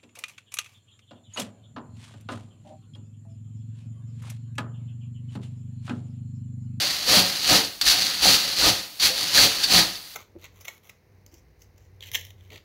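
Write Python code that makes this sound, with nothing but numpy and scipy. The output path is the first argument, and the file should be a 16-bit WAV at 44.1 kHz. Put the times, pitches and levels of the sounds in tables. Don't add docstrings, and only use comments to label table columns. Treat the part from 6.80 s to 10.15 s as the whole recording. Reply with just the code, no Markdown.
import sys
import numpy as np
from scipy import signal
from scipy.fft import rfft, irfft
from scipy.io import wavfile

SR = 44100
rng = np.random.default_rng(int(sys.argv[2]) if len(sys.argv) > 2 else 0)


def pcm_store(signal):
    levels = np.round(np.clip(np.atleast_2d(signal), -1, 1) * 32767)
    wavfile.write(sys.argv[1], SR, levels.astype(np.int16).T)


N = 147735
T = np.arange(N) / SR
HZ = np.maximum(np.arange(N + 1) * SR / (2 * N), 1)

# frequency_hz, relative_db
AIR_SPECTRUM = [(20, -25), (50, -4), (110, -2), (300, -17), (1000, -10.5), (4000, -14), (15000, -6)]
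# pitch_hz, width_hz, relative_db
BOWL_MODES = [(112.8, 21.5, 3.5), (182.4, 35, 2), (207.5, 24, 0.5), (264, 30, -12), (301, 56, 3),
              (385, 54, -11), (447.2, 10.7, 2.5), (551, 42, 3), (745, 84, 2.5), (866, 28, -1),
              (977, 120, -5), (1252, 45, 2.5), (1780, 290, -8)]
# start_s, centre_hz, level_db
RASPS = [(0.327, 575, -21.5), (.368, 232, -24), (0.731, 1270, -32), (1.064, 1760, -26), (1.447, 738, -23.5),
         (2.23, 1990, -34), (2.572, 1780, -19.5), (2.975, 1880, -21), (2.985, 269, -24)]
# start_s, level_db, rise_s, decay_s
CLACKS = [(.643, -22, .003, 0.0059), (.843, -25, 0.0059, 0.01), (1.0126, -11, 0.00053, 0.0078),
          (1.22, -17, .002, .006), (2.197, -20.5, .002, 0.022), (2.827, -15, 0.015, 0.013),
          (3.152, -30, 0.0043, .007)]
# pitch_hz, width_hz, relative_db
CLINK_MODES = [(1790, 100, -13), (3060, 260, -12.5), (3630, 130, -2.5), (4340, 200, 0), (4530, 51, 4.5)]
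# frequency_hz, relative_db
SHELL_SPECTRUM = [(100, -40), (500, -29.5), (1100, -17), (1900, -11), (2400, -11), (3000, -7.5),
                  (3600, -6.5), (4150, -1.5), (4550, -0.5), (5200, -9), (6200, -10), (7400, -17),
                  (8500, -21.5), (9700, -16.5), (10900, -22), (12100, -19.5), (13300, -22.5),
                  (15800, -22.5)]
# time_s, level_db
STIR_LEVELS = [(0, -21), (.2, -29), (.47, -24), (.61, -28), (.7, -18), (.85, -29.5), (.9, -38.5),
               (1.005, -47), (1.025, -26.5), (1.23, -22.5), (1.34, -27), (1.365, -28.5), (1.56, -23.5),
               (1.76, -27), (1.795, -18.5), (1.99, -30), (2.1, -44), (2.185, -43.5), (2.21, -25.5),
               (2.33, -30), (2.41, -23.5), (2.51, -26.5), (2.78, -26), (3.06, -28.5), (3.21, -43),
               (3.35, -45.5)]
# start_s, rise_s, hold_s, shell_db, grind_db, grind_hold_s, thud_db
PUSHES = [(0.237, .09, 0.062, -14, -25.5, 0.078, -41), (0.652, 0.075, 0.037, -14.5, -21, 0.025, -43),
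          (1.041, 0.031, 0.041, -14.5, -38.5, 0.091, -44), (1.396, 0.058, 0.087, -14, -26, 0.052, -40),
          (1.784, 0.081, 0.027, -16, -23, 0.014, -34.5), (2.201, 0.038, 0.019, -14, -36.5, 0.037, -47),
          (2.51, 0.065, 0.069, -13.5, -27, 0.073, -44), (2.865, 0.083, 0.044, -14, -24, 0.045, -42)]

ROOM_T60_S, ROOM_TREBLE_T60_S, ROOM_DB, ROOM_GAP_S = .48, 0.61, -11, .006
THUD_HZ, THUD_WIDTH_HZ = 50.4, 18
BUBBLES_PER_S, BUBBLE_LOW_HZ, BUBBLE_HIGH_HZ, BUBBLE_DB = 70, 499, 3830, -15
BUBBLE_DECAY_CYCLES, BUBBLE_GLIDE = 13.5, 0.0377
RASP_RELATIVE_WIDTH, RASP_RISE_S, RASP_HOLD_S, RASP_RELEASE_S = 0.25, 0.0072, 0.0056, 0.0083
CLICK_DECAY_S, BASIN_DECAY_S, BASIN_DB = 0.00047, 0.011, 1.5
PUSH_CLICKS_PER_S, STIR_CLICKS_PER_S, SIZE_SPREAD_DB, PUSH_TILT_DB_PER_OCT = 4600, 2600, 3.5, 0.77
PUSH_RELEASE_S, GRIND_RELEASE_S, GRIND_LAG_S = 0.029, 0.034, 0.0049
STIR_GRIND_DB, STIR_THUD_DB = -16, -30


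def undb(db):
    return 10 ** (np.asarray(db) / 20)


def unit(x):
    return x / np.sqrt(np.mean(np.abs(x) ** 2))


def through(x, response):
    return irfft(rfft(x, 2 * N) * response)[:N]


def colour(points, tilt_db=0):
    hz, db = np.array(points).T
    curve_db = np.interp(np.log(HZ), np.log(hz), db) + tilt_db * np.log2(HZ)
    cepstrum = irfft(np.log(undb(curve_db)))
    return unit(np.exp(rfft(2 * cepstrum[:N], 2 * N)))


def resonance(hz, width_hz):
    return 1 / (1 + 1j * (HZ ** 2 - hz ** 2) / (HZ * width_hz))


def contacts(per_s):
    at = np.flatnonzero(rng.random(N) < per_s / SR)
    spread = np.clip(rng.standard_normal(N)[at], -2, 2)
    out = np.zeros(N)
    out[at] = undb(SIZE_SPREAD_DB * spread) * (-1.) ** at
    return unit(out)


def stroke(start, rise, hold, release):
    onset = np.sin(np.pi / 2 * np.clip((T - start) / rise, 0, 1)) ** 2
    return onset * np.exp(-np.maximum(T - start - rise - hold, 0) / release)


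def air(level_db=-46.5):
    return undb(level_db) * through(rng.standard_normal(N), colour(AIR_SPECTRUM))


def diffuse_tail(t60_s):
    decay_s = t60_s / np.log(1000)
    return unit(rfft(rng.standard_normal(N) * np.exp(-np.minimum(T / decay_s, 20)), 2 * N))


def kitchen(x):
    low_share = 1 / (1 + (HZ / 7000) ** 4)
    tail = low_share * diffuse_tail(ROOM_T60_S) + (1 - low_share) * diffuse_tail(ROOM_TREBLE_T60_S)
    delay = np.exp(-2j * np.pi * HZ * ROOM_GAP_S)
    return through(x, unit(1 + undb(ROOM_DB) * tail * delay))


def sink(force):
    return force * unit(through(rng.standard_normal(N), resonance(THUD_HZ, THUD_WIDTH_HZ) ** 2))


def bowl(force):
    modes = [undb(db) * resonance(hz, width) for hz, width, db in BOWL_MODES]
    power = sum(np.mean(np.abs(mode) ** 2) for mode in modes)
    return sum(through(force * contacts(PUSH_CLICKS_PER_S), mode) for mode in modes) / np.sqrt(power)


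def bubbles(force):
    out, t = np.zeros(N), T[:SR // 10]
    pitch, size = rng.random((2, N))
    for i in np.flatnonzero(rng.random(N) < BUBBLES_PER_S / SR):
        cycles = t * BUBBLE_LOW_HZ * (BUBBLE_HIGH_HZ / BUBBLE_LOW_HZ) ** pitch[i]
        age = cycles / BUBBLE_DECAY_CYCLES
        ring = np.sin(2 * np.pi * cycles * (1 + BUBBLE_GLIDE * age / 2)) * np.exp(-age)
        out[i:i + len(t)] += (2 * size[i] ** 2 * force[i] * ring)[:N - i]
    return undb(BUBBLE_DB) * out


def rasps():
    out = 0
    for start, hz, db in RASPS:
        grit = unit(through(rng.standard_normal(N), resonance(hz, hz * RASP_RELATIVE_WIDTH) ** 2))
        out = out + undb(db) * stroke(start, RASP_RISE_S, RASP_HOLD_S, RASP_RELEASE_S) * grit
    return out


def clacks(clink_db=5.5):
    force = sum(undb(db) * stroke(start, rise, 0, decay) for start, db, rise, decay in CLACKS)
    clink = sum(undb(db) * resonance(hz, width) for hz, width, db in CLINK_MODES)
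    response = unit(colour(SHELL_SPECTRUM) + undb(clink_db) * unit(clink))
    return through(force * rng.standard_normal(N), response)


def ticks(force, per_s, places=32, samples=2048):
    t, out = T[:samples], 0
    for _ in range(places):
        tick, echo = rng.standard_normal((2, samples))
        direct = unit(tick * np.exp(-t / CLICK_DECAY_S))
        reflected = undb(BASIN_DB) * unit(echo * np.exp(-t / BASIN_DECAY_S))
        out = out + signal.oaconvolve(force * contacts(per_s / places), unit(direct + reflected))[:N]
    return out / np.sqrt(places * samples)


def shells(force, per_s, tilt_db=0):
    return through(ticks(force, per_s), colour(SHELL_SPECTRUM, tilt_db))


def scene():
    stir = undb(np.interp(T, *np.array(STIR_LEVELS).T))
    push = grind = weight = 0
    for start, rise, hold, shell_db, grind_db, grind_hold, thud_db in PUSHES:
        press = stroke(start, rise, hold, PUSH_RELEASE_S)
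        push = push + undb(shell_db) * press
        weight = weight + undb(thud_db) * press
        grind = grind + undb(grind_db) * stroke(start + GRIND_LAG_S, rise, grind_hold, GRIND_RELEASE_S)
    crunch = shells(push, PUSH_CLICKS_PER_S, PUSH_TILT_DB_PER_OCT)
    rattle = shells(stir, STIR_CLICKS_PER_S)
    heap = crunch + rattle + clacks()
    rumble = bowl(np.hypot(grind, undb(STIR_GRIND_DB) * stir))
    thud = sink(np.hypot(weight, undb(STIR_THUD_DB) * stir))
    sources = heap + rumble + thud + rasps() + bubbles(push + stir)
    return (kitchen(sources) + air())[None]


def record(dry, cutoff_hz=15700):
    lowpass = signal.ellip(12, .2, 70, cutoff_hz, fs=SR, output="sos")
    return signal.sosfilt(lowpass, np.tanh(dry))


dry = scene()
out = record(dry)
pcm_store(out)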